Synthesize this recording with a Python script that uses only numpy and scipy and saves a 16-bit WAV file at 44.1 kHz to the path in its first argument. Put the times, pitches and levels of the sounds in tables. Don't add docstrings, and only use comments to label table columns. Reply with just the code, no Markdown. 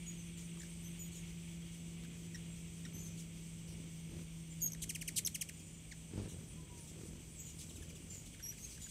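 import sys
import numpy as np
from scipy import signal
from scipy.fft import rfft, irfft
from scipy.io import wavfile

SR = 44100
rng = np.random.default_rng(int(sys.argv[2]) if len(sys.argv) > 2 else 0)


def invert_db(x):
    u = np.asarray(x, float) / 20
    return 10 ** u


def store_wav(level_fs):
    pcm = np.round(np.clip(np.atleast_2d(level_fs), -1, 1) * 32767)
    wavfile.write(sys.argv[1], SR, pcm.T.astype(np.int16))


N = 392490
T = np.arange(N) / SR

# hz, gain_db
FACING = [(1500, 1), (3000, -4.5), (4500, -7), (6300, -1), (8300, 1), (10500, -7), (13000, -9),
          (16000, -24)]


def rms_one(x):
    return x / np.sqrt(np.mean(x ** 2) + 1e-20)


def in_time(rows, t=T):
    s, *columns = np.transpose(rows)
    return [np.interp(t, s, c) for c in columns]


def at_hz(points, hz):
    return np.interp(np.log(hz), np.log(np.array(points)[:, 0]), np.array(points)[:, 1])


def span(start_s, length_s):
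    return np.arange(round(start_s * SR), min(round((start_s + length_s) * SR), N))


def bump(t, half_s):
    return np.exp(-0.5 * (t / half_s) ** 2)


def drift(rate_hz):
    r = np.exp(-80 * np.pi * rate_hz / SR)
    slow = signal.lfilter([1], [1, -2 * r, r * r], rng.standard_normal(N // 40 + 2002))[2000:]
    return np.interp(np.arange(N) / 40, np.arange(len(slow)), rms_one(slow))


def coloured(spectrum):
    hz = np.arange(1, N // 2 + 2) * SR / N
    inside = (hz > spectrum[0][0]) & (hz < spectrum[-1][0])
    gain = invert_db(at_hz(spectrum, hz)) * inside
    return rms_one(irfft(rfft(rng.standard_normal(N)) * gain, N))


def resonate(x, hz, width_hz):
    r = np.exp(-np.pi * width_hz / SR)
    return signal.lfilter([1, 0, -1], [1, -2 * r * np.cos(2 * np.pi * hz / SR), r * r], x)


def yard(x, t60_s, gap_s):
    t = np.arange(SR // 2) / SR
    burst = rng.standard_normal(len(t)) * invert_db(-60 * t / t60_s) * (t > gap_s)
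    return signal.fftconvolve(x, burst / np.linalg.norm(burst))[:N]


def voice(pitch_hz, throat, overtones_db=0):
    phase = 2 * np.pi * np.cumsum(pitch_hz) / SR
    ranks = np.arange(1, 11)[:, None]
    audible = ranks * pitch_hz < 0.45 * SR
    gains = invert_db(at_hz(throat, ranks * pitch_hz) + overtones_db * (ranks > 1)) * audible
    return (gains * np.sin(ranks * phase)).sum(axis=0)


def whistles(notes, octave_db, hoarse, peak_at, swell_db, fade_db, edge_s=0.0017):
    out, wobble, flutter = np.zeros(N), drift(230), drift(90)
    wobble_hz, flutter_db = hoarse
    for start_s, length_s, first_hz, last_hz, level_db in notes:
        at = span(start_s, length_s)
        share = (at - at[0]) / SR / length_s
        pitch_hz = first_hz + (last_hz - first_hz) * share + wobble_hz * wobble[at]
        phase = 2 * np.pi * np.cumsum(pitch_hz) / SR
        effort_db = np.interp(share, [0, peak_at, 1], [-swell_db, 0, -fade_db])
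        edge = np.clip(np.minimum(share, 1 - share) * length_s / edge_s, 0, 1)
        gain = np.sqrt(2) * edge * invert_db(level_db + effort_db + flutter_db * flutter[at])
        out[at] += gain * (np.sin(phase) + invert_db(octave_db) * np.sin(2 * phase))
    return out


def chips(table, throat, bend, rise, fall, depth=0, rough=0):
    warble_hz = 207
    out, shiver, waver = np.zeros(N), invert_db(drift(60.0)), drift(274)
    for start_s, length_s, first_hz, last_hz, level_db, *turn_db in table:
        at = span(start_s, length_s)
        t = (at - at[0]) / SR
        share = t / length_s
        slide_hz = first_hz + (last_hz - first_hz) * share ** bend
        close = np.clip((share - 0.86) / 0.089, 0, 1)
        warble = depth * ((1 - close) * np.cos(2 * np.pi * warble_hz * (t - 0.001)) - close)
        pitch_hz = slide_hz + first_hz * (warble + rough * waver[at])
        swell = np.clip(np.minimum(share / rise, (1 - share) / fall), 0, 1)
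        gain = invert_db(level_db) * np.sin(np.pi / 2 * swell) ** 2
        out[at] += gain * voice(pitch_hz, throat, sum(turn_db))
    return out * shiver


def alike(table, length_s, ends_at):
    return [(s, length_s, hz, hz * ends_at, db) for s, hz, db in table]


def air_rumble():
    # hz, level_db_per_hz
    spectrum = [(25, -36), (38, -5), (55, 1), (100, -4.5), (200, -8), (400, -19.5), (800, -30), (1400, -36),
                (3000, -43)]
    gust_db = 2.5 * bump(T - 6.3, 0.16)
    return invert_db(-56 + gust_db) * coloured(spectrum)


def plane():
    # time_s, blade_hz, level_db, octave_db
    course = [(0, 169.9, -49.5, -66.5), (2.2, 167.8, -50, -68), (4.6, 163.4, -50.5, -70.5),
              (5.3, 162.8, -55.5, -78), (5.8, 163.2, -58, -94), (6.7, 159.1, -56.5, -73),
              (7.6, 158.9, -61.5, -80), (8.9, 160, -64.5, -80)]
    pitch_hz, level_db, octave_db = in_time(course)
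    phase = 2 * np.pi * np.cumsum(pitch_hz) / SR + 0.16 * drift(2.6)
    waver = invert_db(drift(10.0))
    return np.sqrt(2) * waver * (invert_db(level_db) * np.sin(phase) + invert_db(octave_db) * np.sin(2 * phase))


def cicadas():
    # time_s, low_db, high_db
    levels = [(0.0, -63.5, -62.5), (7.93, -68.5, -62.5), (8.9, -66.5, -59.5)]
    # hz, level_db_per_hz
    low_spectrum = [(530, -60), (900, -6), (947, -9.5), (1680, -7.5), (1970, -1), (2220, 4), (2630, 2.5),
                    (2870, 4), (3320, 4.5), (3710, -1.5), (5200, -17), (6760, -43), (11400, -120)]
    # hz, level_db_per_hz
    high_spectrum = [(2710, -26), (4600, -7), (5100, -8), (5730, -4), (6060, 1.5), (6620, -3.5), (7330, -1),
                     (7950, -1), (8460, -1), (9000, -1.5), (9710, -8), (10500, -16), (13000, -12.5),
                     (15600, -17)]
    low_db, high_db = in_time(levels)
    singers = np.zeros(N)
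    for hz in (2275, 2500, 2854, 3250):
        singers += invert_db(1.8 * drift(6.4)) * rms_one(resonate(rng.standard_normal(N), hz, 97))
    low = invert_db(1.07 * drift(14.4)) * coloured(low_spectrum) + invert_db(-11.5) * singers
    pulses = np.exp(0.64 * np.cos(2 * np.pi * 162 * T + 2.4 * drift(6.3)))
    buzz = rms_one(resonate(resonate(rng.standard_normal(N), 6120, 400), 6120, 400) * pulses)
    high = invert_db(1.35 * drift(7.3)) * coloured(high_spectrum) + invert_db(-19.0 + 0.66 * drift(5.9)) * buzz
    return invert_db(low_db) * low + invert_db(high_db) * high


def crickets():
    # start_s, end_s, wing_tone_hz, pulses_per_s, level_db
    bouts = [(0, 1.24, 8545, 29.6, -66), (1.27, 2.9, 8190, 30.3, -73), (2.33, 4.4, 8465, 29.2, -69.5),
             (4.4, 7.01, 8545, 28.9, -68.5), (7.0, 8.9, 8190, 31, -72), (0, 3.95, 7755, 26, -70),
             (5.52, 5.8, 7080, 28, -68), (2.1, 2.95, 7050, 24, -76), (4.5, 8.9, 7745, 26.8, -70)]
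    rasp_db, rasp_below_hz, rasp_width_hz = -5, 160, 240
    out, waver, fading = np.zeros(N), drift(30), drift(9)
    for k, (start_s, end_s, hz, per_s, level_db) in enumerate(bouts):
        at = span(start_s, end_s - start_s)
        own = (at - k * SR) % N
        tone_hz = hz + 24 * waver[own]
        stroke = np.exp(0.55 * np.cos(2 * np.pi * per_s * T[at] + 0.8 * fading[at]))
        tone = rms_one(stroke * np.sin(2 * np.pi * np.cumsum(tone_hz) / SR))
        rasp = rms_one(resonate(rng.standard_normal(len(at)), hz - rasp_below_hz, rasp_width_hz))
        out[at] += invert_db(level_db + 1.5 * fading[own]) * (tone + invert_db(rasp_db) * rasp)
    return out


def katydids():
    wing_hz = [9350, 8850]
    steady_s = [.04, .26, .45, .71, .95, 1.21, 1.46, 1.75, 2.0, 2.27, 2.53, 2.77, 2.98, 3.2, 3.5, 3.74,
                4.03, 4.24, 4.48, 4.74, 5.0, 5.25, 5.5, 5.72, 6.0, 6.25, 6.5, 6.82, 7.08, 7.33, 7.6, 7.82,
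                8.05, 8.33, 8.62, 8.82]
    # time_s, level_db
    steady_level = [(0, -68.5), (5.5, -75), (6.6, -65), (8.9, -70)]
    fitful_s = [.06, .29, .55, .82, 1.15, 1.42, 1.66, 1.86, 2.13, 2.39, 2.63, 3.05, 3.29, 3.53, 3.77, 4.27,
                4.57, 5.67, 5.9, 6.1, 6.32, 6.52, 6.85, 7.07, 7.3, 7.56, 8.01, 8.6]
    fitful_db, spread_db = -71, 0.8
    out, teeth = np.zeros(N), 1.8 + 0.14 * np.cos(2 * np.pi * 130 * T)
    steady = list(zip(steady_s, in_time(steady_level, steady_s)[0]))
    fitful = [(s, fitful_db) for s in fitful_s]
    for chirps, hz in zip([steady, fitful], wing_hz):
        rasp = rms_one(resonate(resonate(rng.standard_normal(N) * teeth, hz, 300), hz, 300))
        for (middle_s, level_db), luck in zip(chirps, rng.standard_normal(len(chirps))):
            at = span(max(middle_s - 0.05, 0), 0.1)
            out[at] += invert_db(level_db + 2.5 + spread_db * luck) * rasp[at] * np.hanning(len(at))
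    return out


def far_hoot():
    # start_s, length_s, first_hz, last_hz, level_db
    hoots = [
        (6.56, 0.15, 1018, 980, -69.5),
        (6.69, 0.201, 990, 900, -68),
    ]
    return whistles(hoots, octave_db=-32, hoarse=(9, 1.3), peak_at=0.18, swell_db=4, fade_db=12, edge_s=0.015)


def wings():
    # middle_s, half_length_s, hum_db, beats_per_s
    passes = [(0.545, 0.11, -65.5, 52), (1.204, 0.43, -66, 46.5), (2.099, 0.21, -62, 60),
              (2.493, 0.099, -63, 53), (2.97, 0.13, -57, 50), (3.397, 0.21, -65.5, 51),
              (3.8, 0.093, -59, 53), (4.162, .06, -53.5, 43), (4.697, 0.054, -61, 53),
              (4.877, 0.049, -60, 55), (5.199, 0.086, -60, 49.4), (5.595, .12, -63, 46),
              (5.022, 0.046, -63, 46), (6.36, .08, -58, 45), (6.653, .2, -60, 42), (7.011, 0.051, -57, 50),
              (7.117, 0.099, -57.5, 41), (7.502, 0.14, -64, 41), (7.801, 0.15, -59, 41),
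              (8.116, .12, -60.5, 44.7), (8.601, 0.25, -68, 51)]
    # multiple_of_beat, gain_db
    orders = [(1, -6.5), (2, 3), (3, -8), (4, -1), (5, -11), (6, -9.5), (8, -10.5), (10, -26.5),
              (12, -19.5)]
    # hz, level_db_per_hz
    hiss_spectrum = [(60, -10), (150, 0.5), (400, -6.5), (800, -24.5), (2000, -26.5), (5000, -31),
                     (12000, -36)]
    out, hiss, effort = np.zeros(N), coloured(hiss_spectrum), drift(6.0)
    ranks, order_db = np.transpose(orders)[:, :, None]
    biases = rng.standard_normal((len(passes), len(orders), 1))
    for (middle_s, half_s, hum_db, beat_hz), bias in zip(passes, biases):
        at = span(max(middle_s - 3 * half_s, 0), 6 * half_s)
        phase = 2 * np.pi * np.cumsum(beat_hz * (1 + 0.0193 * effort[at])) / SR
        hum = (invert_db(order_db + 0.92 * bias) * np.cos(ranks * (phase - 0.6))).sum(axis=0)
        puffs = hiss[at] * np.exp(0.96 * np.cos(phase))
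        out[at] += invert_db(hum_db) * bump(T[at] - middle_s, half_s) * (hum + invert_db(-5.0) * puffs)
    return out


def close_strokes():
    # time_s, snap_db
    beats = [(6.115, -43), (6.137, -34), (6.159, -36), (6.179, -29.5), (6.199, -30), (6.219, -34),
             (6.237, -36), (6.248, -40), (6.259, -36), (6.278, -40), (4.137, -38), (4.157, -49),
             (4.178, -51), (4.2, -50)]
    suck_s, push_s, push_db = 0.00062, 0.0017, -5
    return_s, return_db = 0.0095, -6
    rustle_s, rustle_db = 0.0058, -23
    out, rustle = np.zeros(N), coloured([(300, 6.5), (1200, -15.5), (7000, -20.5)])
    for middle_s, snap_db in beats:
        at = span(middle_s - 0.01, 0.035)
        for late_s, loss_db in ((0, 0), (return_s, return_db)):
            t = T[at] - middle_s - late_s
            push = invert_db(push_db) * bump(t - 2 * suck_s - push_s / 2, push_s)
            feathers = invert_db(rustle_db) * rustle[at] * bump(t, rustle_s)
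            out[at] += invert_db(snap_db + loss_db) * (push + feathers - bump(t, suck_s))
    return out


def dry_snaps():
    # time_s, peak_db
    snaps = [(2.037, -48), (2.048, -51), (2.054, -57), (2.351, -52), (2.358, -52), (2.855, -52),
             (.634, -52), (3.058, -52), (3.075, -54), (1.455, -53), (1.62, -50), (4.748, -50)]
    decay_s, low_hz, high_hz = 0.0017, 1200, 9000
    out, fade = np.zeros(N), np.exp(-np.arange(400) / SR / decay_s)
    for (s, peak_db), crack in zip(snaps, rng.standard_normal((len(snaps), 400))):
        out[round(s * SR):][:400] += invert_db(peak_db) * crack * fade
    band = signal.butter(1, [low_hz, high_hz], "band", fs=SR, output="sos")
    return signal.sosfilt(band, out + 1e-18)


def hoarse_whistles():
    # start_s, length_s, first_hz, last_hz, level_db
    shut = [(.172, 0.12, 6200, 5960, -62), (.362, 0.064, 7300, 6640, -60), (1.145, 0.08, 6800, 6700, -60),
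            (3.055, 0.087, 6120, 5980, -60.5),  (7.45, .08, 6980, 6700, -58),
            (8.14, 0.073, 7100, 6750, -55), (8.67, 0.14, 6350, 6050, -66)]
    # start_s, length_s, first_hz, last_hz, level_db
    wide = [
        (.822, 0.097, 6070, 6350, -56),
        (8.583, 0.078, 6260, 6220, -57.5),
    ]
    out = whistles(shut, octave_db=-15, hoarse=(220, 4.5), peak_at=0.2, swell_db=-4.0, fade_db=8, edge_s=0.004)
    return out + whistles(wide, octave_db=-5.0, hoarse=(120, 1.6), peak_at=0.28, swell_db=8, fade_db=17)


def far_calls():
    # start_s, length_s, first_hz, last_hz, level_db
    buzzes = [(.37, 0.031, 4160, 2640, -62), (1.11, 0.087, 3950, 2970, -64), (3.05, 0.046, 4030, 2550, -67),
              (3.17, 0.048, 4190, 2600, -61), (3.67, 0.08, 5250, 4780, -65.5),
              (6.278, .06, 3580, 3270, -63), (6.77, 0.034, 2960, 1960, -67.5),
              (6.87, 0.04, 3400, 2990, -64), (7.46, 0.058, 3780, 3030, -63),
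              (7.585, 0.041, 4670, 2500, -57), (8.097, 0.076, 2720, 2330, -65),
              (8.255, 0.03, 3670, 2680, -65.5), (8.7, 0.063, 5330, 5020, -62.5),
              (8.815, 0.031, 4460, 3970, -61), (8.88, 0.037, 4480, 3040, -61),
              (7.61, 0.038, 3630, 2630, -63)]
    # start_s, first_hz, level_db
    ticks = [(1.29, 3340, -60.5), (5.59, 3490, -58), (7.692, 4300, -52.5), (7.755, 4040, -54),
             (7.82, 3770, -56.5), (7.888, 3467, -56.5), (7.952, 3900, -55.5)]
    # start_s, first_hz, level_db
    late_ticks = [(8.328, 3524, -59.5), (8.388, 3500, -63), (8.445, 3300, -65), (8.508, 3350, -62)]
    # start_s, length_s, first_hz, last_hz, level_db
    trills = [(8.635, .028, 4120, 4350, -57), (8.715, .055, 4000, 4350, -65),
              (8.812, 0.034, 4000, 3600, -59), (8.815, 0.0225, 2700, 4900, -56),
              (8.258, .022, 2500, 5500, -55), (8.572, 0.0173, 2710, 2000, -58),
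              (8.645, .014, 2500, 2600, -58), (4.6, .04, 4750, 4700, -55), (8.69, 0.031, 2500, 2300, -64)]
    # hz, gain_db
    distant = [(1500, 0), (3000, -2.5), (4500, -2.5), (6500, 5.5), (8500, 3.5), (11000, -6), (16000, -17)]
    # hz, gain_db
    hidden = [(1500, -2), (3400, -8), (5000, -9.5), (6500, -4), (9000, -6), (16000, -25)]
    # hz, gain_db
    low_leaves = [(1500, 2), (2500, -4), (3400, -1), (5000, -12), (9000, -8), (16000, -24)]
    out = chips(buzzes, distant, bend=1.2, rise=0.15, fall=0.24, depth=0.177, rough=0.0144)
    out += chips(alike(ticks, 0.024, 0.52), hidden, bend=1.2, rise=0.085, fall=0.25, rough=0.0336)
    out += chips(alike(late_ticks, 0.022, 0.44), low_leaves, bend=1.3, rise=0.15, fall=0.12, rough=0.028)
    return out + chips(trills, hidden, bend=1.15, rise=0.15, fall=0.27, depth=0.03, rough=0.028)


def turned_chips():
    # start_s, length_s, first_hz, last_hz, level_db, overtones_db
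    low = [
        (.6155, 0.0078, 2020, 1580, -61.5, 5),
        (2.850, .010, 1940, 1740, -56, -1),
        (2.861, .008, 1510, 1310, -62, -6),
    ]
    # start_s, length_s, first_hz, last_hz, level_db, overtones_db
    held = [(2.345, 0.0167, 1930, 1480, -53, 0)]
    # start_s, length_s, first_hz, last_hz, level_db, overtones_db
    long_chip = [(5.912, 0.02, 2460, 1410, -53.5, -4)]
    # start_s, length_s, first_hz, last_hz, level_db
    cornered = [(.571, 0.0057, 1290, 990, -65), (.599, 0.014, 2050, 1700, -60),
                (.627, 0.012, 2290, 1480, -56), (2.046, 0.0083, 1890, 1460, -63),
                (2.371, 0.011, 2060, 1800, -67), (4.747, 0.0058, 2300, 1650, -52),
                (7.82, .0156, 1880, 1540, -61.5), (8.395, .011, 2010, 1410, -61.5),
                (8.455, .009, 1950, 1600, -67), (8.774, 0.012, 1890, 1460, -60.5),
                (8.863, 0.0105, 1800, 1450, -60.5)]
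    # hz, gain_db
    turned = [(1500, 2), (2500, 2.5), (3800, 0), (5700, 3.5), (7500, 1), (11000, -21), (16000, -22)]
    # hz, gain_db
    nasal = [(1900, 1), (3800, -10), (5700, 4.5), (7600, -9), (9500, -15), (13400, -24), (16000, -25)]
    # hz, gain_db
    muffled = [(1500, 5), (2500, -6), (3500, -6.5), (5700, -7), (8000, -3), (16000, -26)]
    out = chips(low, turned, bend=1.5, rise=0.12, fall=0.19, rough=0.028)
    out += chips(held, nasal, bend=3.6, rise=0.08, fall=0.26, rough=0.03)
    out += chips(long_chip, turned, bend=1.0, rise=0.16, fall=0.31, rough=0.006)
    return out + chips(cornered, muffled, bend=1.0, rise=0.22, fall=0.21, rough=0.028)


def clear_whistles():
    # start_s, length_s, first_hz, last_hz, level_db
    wide = [(.991, 0.095, 7000, 6720, -50), (2.932, 0.1, 6150, 6230, -55), (2.98, 0.062, 6250, 6340, -60),
            (3.03, 0.055, 6330, 6200, -56), (7.388, 0.057, 6600, 6940, -54.5),
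            (8.427, 0.073, 5640, 5770, -46), (8.472, 0.056, 5890, 5810, -48), (8.515, .03, 5850, 5900, -65)]
    # start_s, length_s, first_hz, last_hz, level_db
    shut = [(.064, 0.072, 6790, 6790, -47), (.451, 0.015, 6050, 6040, -58), (.512, .011, 6100, 6000, -59),
            (.596, 0.014, 7070, 7180, -53), (2.989, 0.062, 7030, 6850, -56),
            (4.505, 0.053, 7260, 7250, -57), (4.607, 0.015, 7200, 7100, -50),
            (7.36, 0.091, 7720, 7600, -54.5), (8.099, 0.018, 7150, 7250, -52),
            (8.11, 0.049, 7250, 7400, -51), (8.625, 0.052, 6540, 6380, -52),
            (8.812, 0.076, 7060, 6880, -51.5)]
    out = whistles(wide, octave_db=-8.5, hoarse=(45, 2.2), peak_at=0.34, swell_db=5, fade_db=12.5)
    return out + whistles(shut, octave_db=-22, hoarse=(45, 2.1), peak_at=0.42, swell_db=7.0, fade_db=15.0)


def nearest_whistle():
    # time_s, pitch_hz, level_db, octave_db
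    effort = [(4.617, 6690, -40, -8), (4.642, 6600, -35.5, -4), (4.649, 6560, -43, 0),
              (4.655, 6580, -47, 1), (4.661, 6640, -35, -8), (4.666, 6540, -33.5, -10),
              (4.673, 6610, -49, -7), (4.681, 6580, -41, -20), (4.705, 6550, -61, -14)]
    at = span(effort[0][0], effort[-1][0] - effort[0][0])
    pitch_hz, level_db, octave_db = in_time(effort, T[at])
    phase, out = 2 * np.pi * np.cumsum(pitch_hz) / SR, np.zeros(N)
    edge = np.minimum((at - at[0]) / SR / 0.0015, 1)
    out[at] = np.sqrt(2) * edge * invert_db(level_db) * (np.sin(phase) + invert_db(octave_db) * np.cos(2 * phase))
    return out


def squeaks():
    # start_s, length_s, first_hz, last_hz, level_db
    leaps = [
        (4.719, 0.0067, 4900, 6630, -37),
        (4.732, 0.0065, 4050, 6900, -36.5),
    ]
    # time_s, pitch_hz, level_db, overtones_db
    tumbles = [
        [(5.158, 5900, -56, 0), (5.160, 5700, -45, 0), (5.163, 4300, -48, 0), (5.165, 5600, -56, 0)],
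        [(4.738, 6800, -48, -6), (4.741, 5600, -52, -6)],
        [(4.674, 6500, -47, -8), (4.6765, 6500, -36, -12), (4.678, 5840, -46, 4), (4.685, 1980, -56, -14)],
        [(5.2485, 6300, -48, 0), (5.250, 6100, -30, -1), (5.254, 6550, -33, -6), (5.257, 5930, -45, 0),
         (5.260, 5050, -37, -1), (5.263, 5600, -27, 4), (5.2655, 6050, -34, 7), (5.2675, 5600, -45, 2)],
        [(5.2675, 5540, -44, 2), (5.271, 5510, -34, 2), (5.2738, 2920, -34, 2), (5.2765, 4500, -33, -1),
         (5.280, 2470, -43, -4), (5.2825, 1700, -46, -10)],
        [(8.424, 6500, -58, -20), (8.429, 5700, -49, -12)],
        [(2.505, 7350, -66, -20), (2.52, 7450, -60, -20), (2.535, 7750, -56, -20)],
    ]
    out = np.zeros(N)
    for start_s, length_s, first_hz, last_hz, level_db in leaps:
        at = span(start_s, length_s)
        share = (at - at[0]) / SR / length_s
        effort_db = np.interp(share, [0, 0.32, 1], [-16, 0, -15])
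        pitch_hz = last_hz + (first_hz - last_hz) * np.exp(-3.45 * share)
        out[at] += invert_db(level_db + effort_db) * voice(pitch_hz, FACING)
    for rows in tumbles:
        at = span(rows[0][0], rows[-1][0] - rows[0][0])
        pitch_hz, level_db, overtones_db = in_time(rows, T[at])
        release = np.minimum((at[-1] - at) / SR / 0.0008, 1)
        out[at] += invert_db(level_db) * release * voice(pitch_hz, FACING, overtones_db)
    return out


def near_chips():
    # start_s, length_s, first_hz, level_db, overtones_db
    falling = [(4.89, 0.025, 3400, -42, 2.5), (4.946, 0.022, 3480, -39, -3),
               (5.009, 0.024, 3250, -42.5, -1.5), (5.074, 0.023, 3290, -40, -0.5),
               (5.343, 0.023, 3530, -40, 1), (5.408, 0.023, 3530, -38, 2),
               (5.486, 0.016, 3250, -45.5, -2.5)]
    # start_s, length_s, first_hz, last_hz, level_db
    buzzes = [
        (4.8155, 0.035, 4030, 2350, -44.5),
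        (5.159, 0.043, 4870, 2317, -36),
    ]
    # hz, gain_db
    gape = [(2000, -3.5), (4000, -5.5), (6300, 1), (8300, 4), (10500, -3.5), (13000, -7), (16000, -26)]
    ends_at = 0.41
    rows = [(s, length_s, hz, hz * ends_at, db, turn_db) for s, length_s, hz, db, turn_db in falling]
    out = chips(rows, FACING, bend=1.3, rise=0.25, fall=0.45, rough=0.019)
    return out + chips(buzzes, gape, bend=1.2, rise=0.21, fall=0.37, depth=0.2, rough=0.052)


def hummingbirds():
    near = near_chips() + squeaks() + nearest_whistle()
    turned = turned_chips() + dry_snaps()
    clear = clear_whistles()
    far, hoarse = far_calls(), hoarse_whistles()
    to_wall = invert_db(-12.5) * near + invert_db(-10.0) * turned + invert_db(-9.0) * clear
    close = near + turned + clear + yard(to_wall, t60_s=0.13, gap_s=0.0017)
    across = invert_db(1.5) * far + invert_db(-6.0) * hoarse
    return close + across + invert_db(-1.5) * yard(far + hoarse, t60_s=0.19, gap_s=0.0016)


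def scene():
    background = air_rumble() + plane() + cicadas() + crickets() + katydids() + far_hoot()
    return (background + wings() + close_strokes() + hummingbirds())[None]


def band_limit(x):
    return signal.sosfilt(signal.butter(12, 15780, fs=SR, output="sos"), x)


def record(dry):
    bass_cut = signal.butter(2, 30, "high", fs=SR, output="sos")
    top_cut = signal.cheby2(20, 50, 16000, fs=SR, output="sos")
    mix = signal.sosfilt(top_cut, signal.sosfilt(bass_cut, dry))
    return band_limit(mix)


dry = scene()
out = record(dry)
store_wav(out)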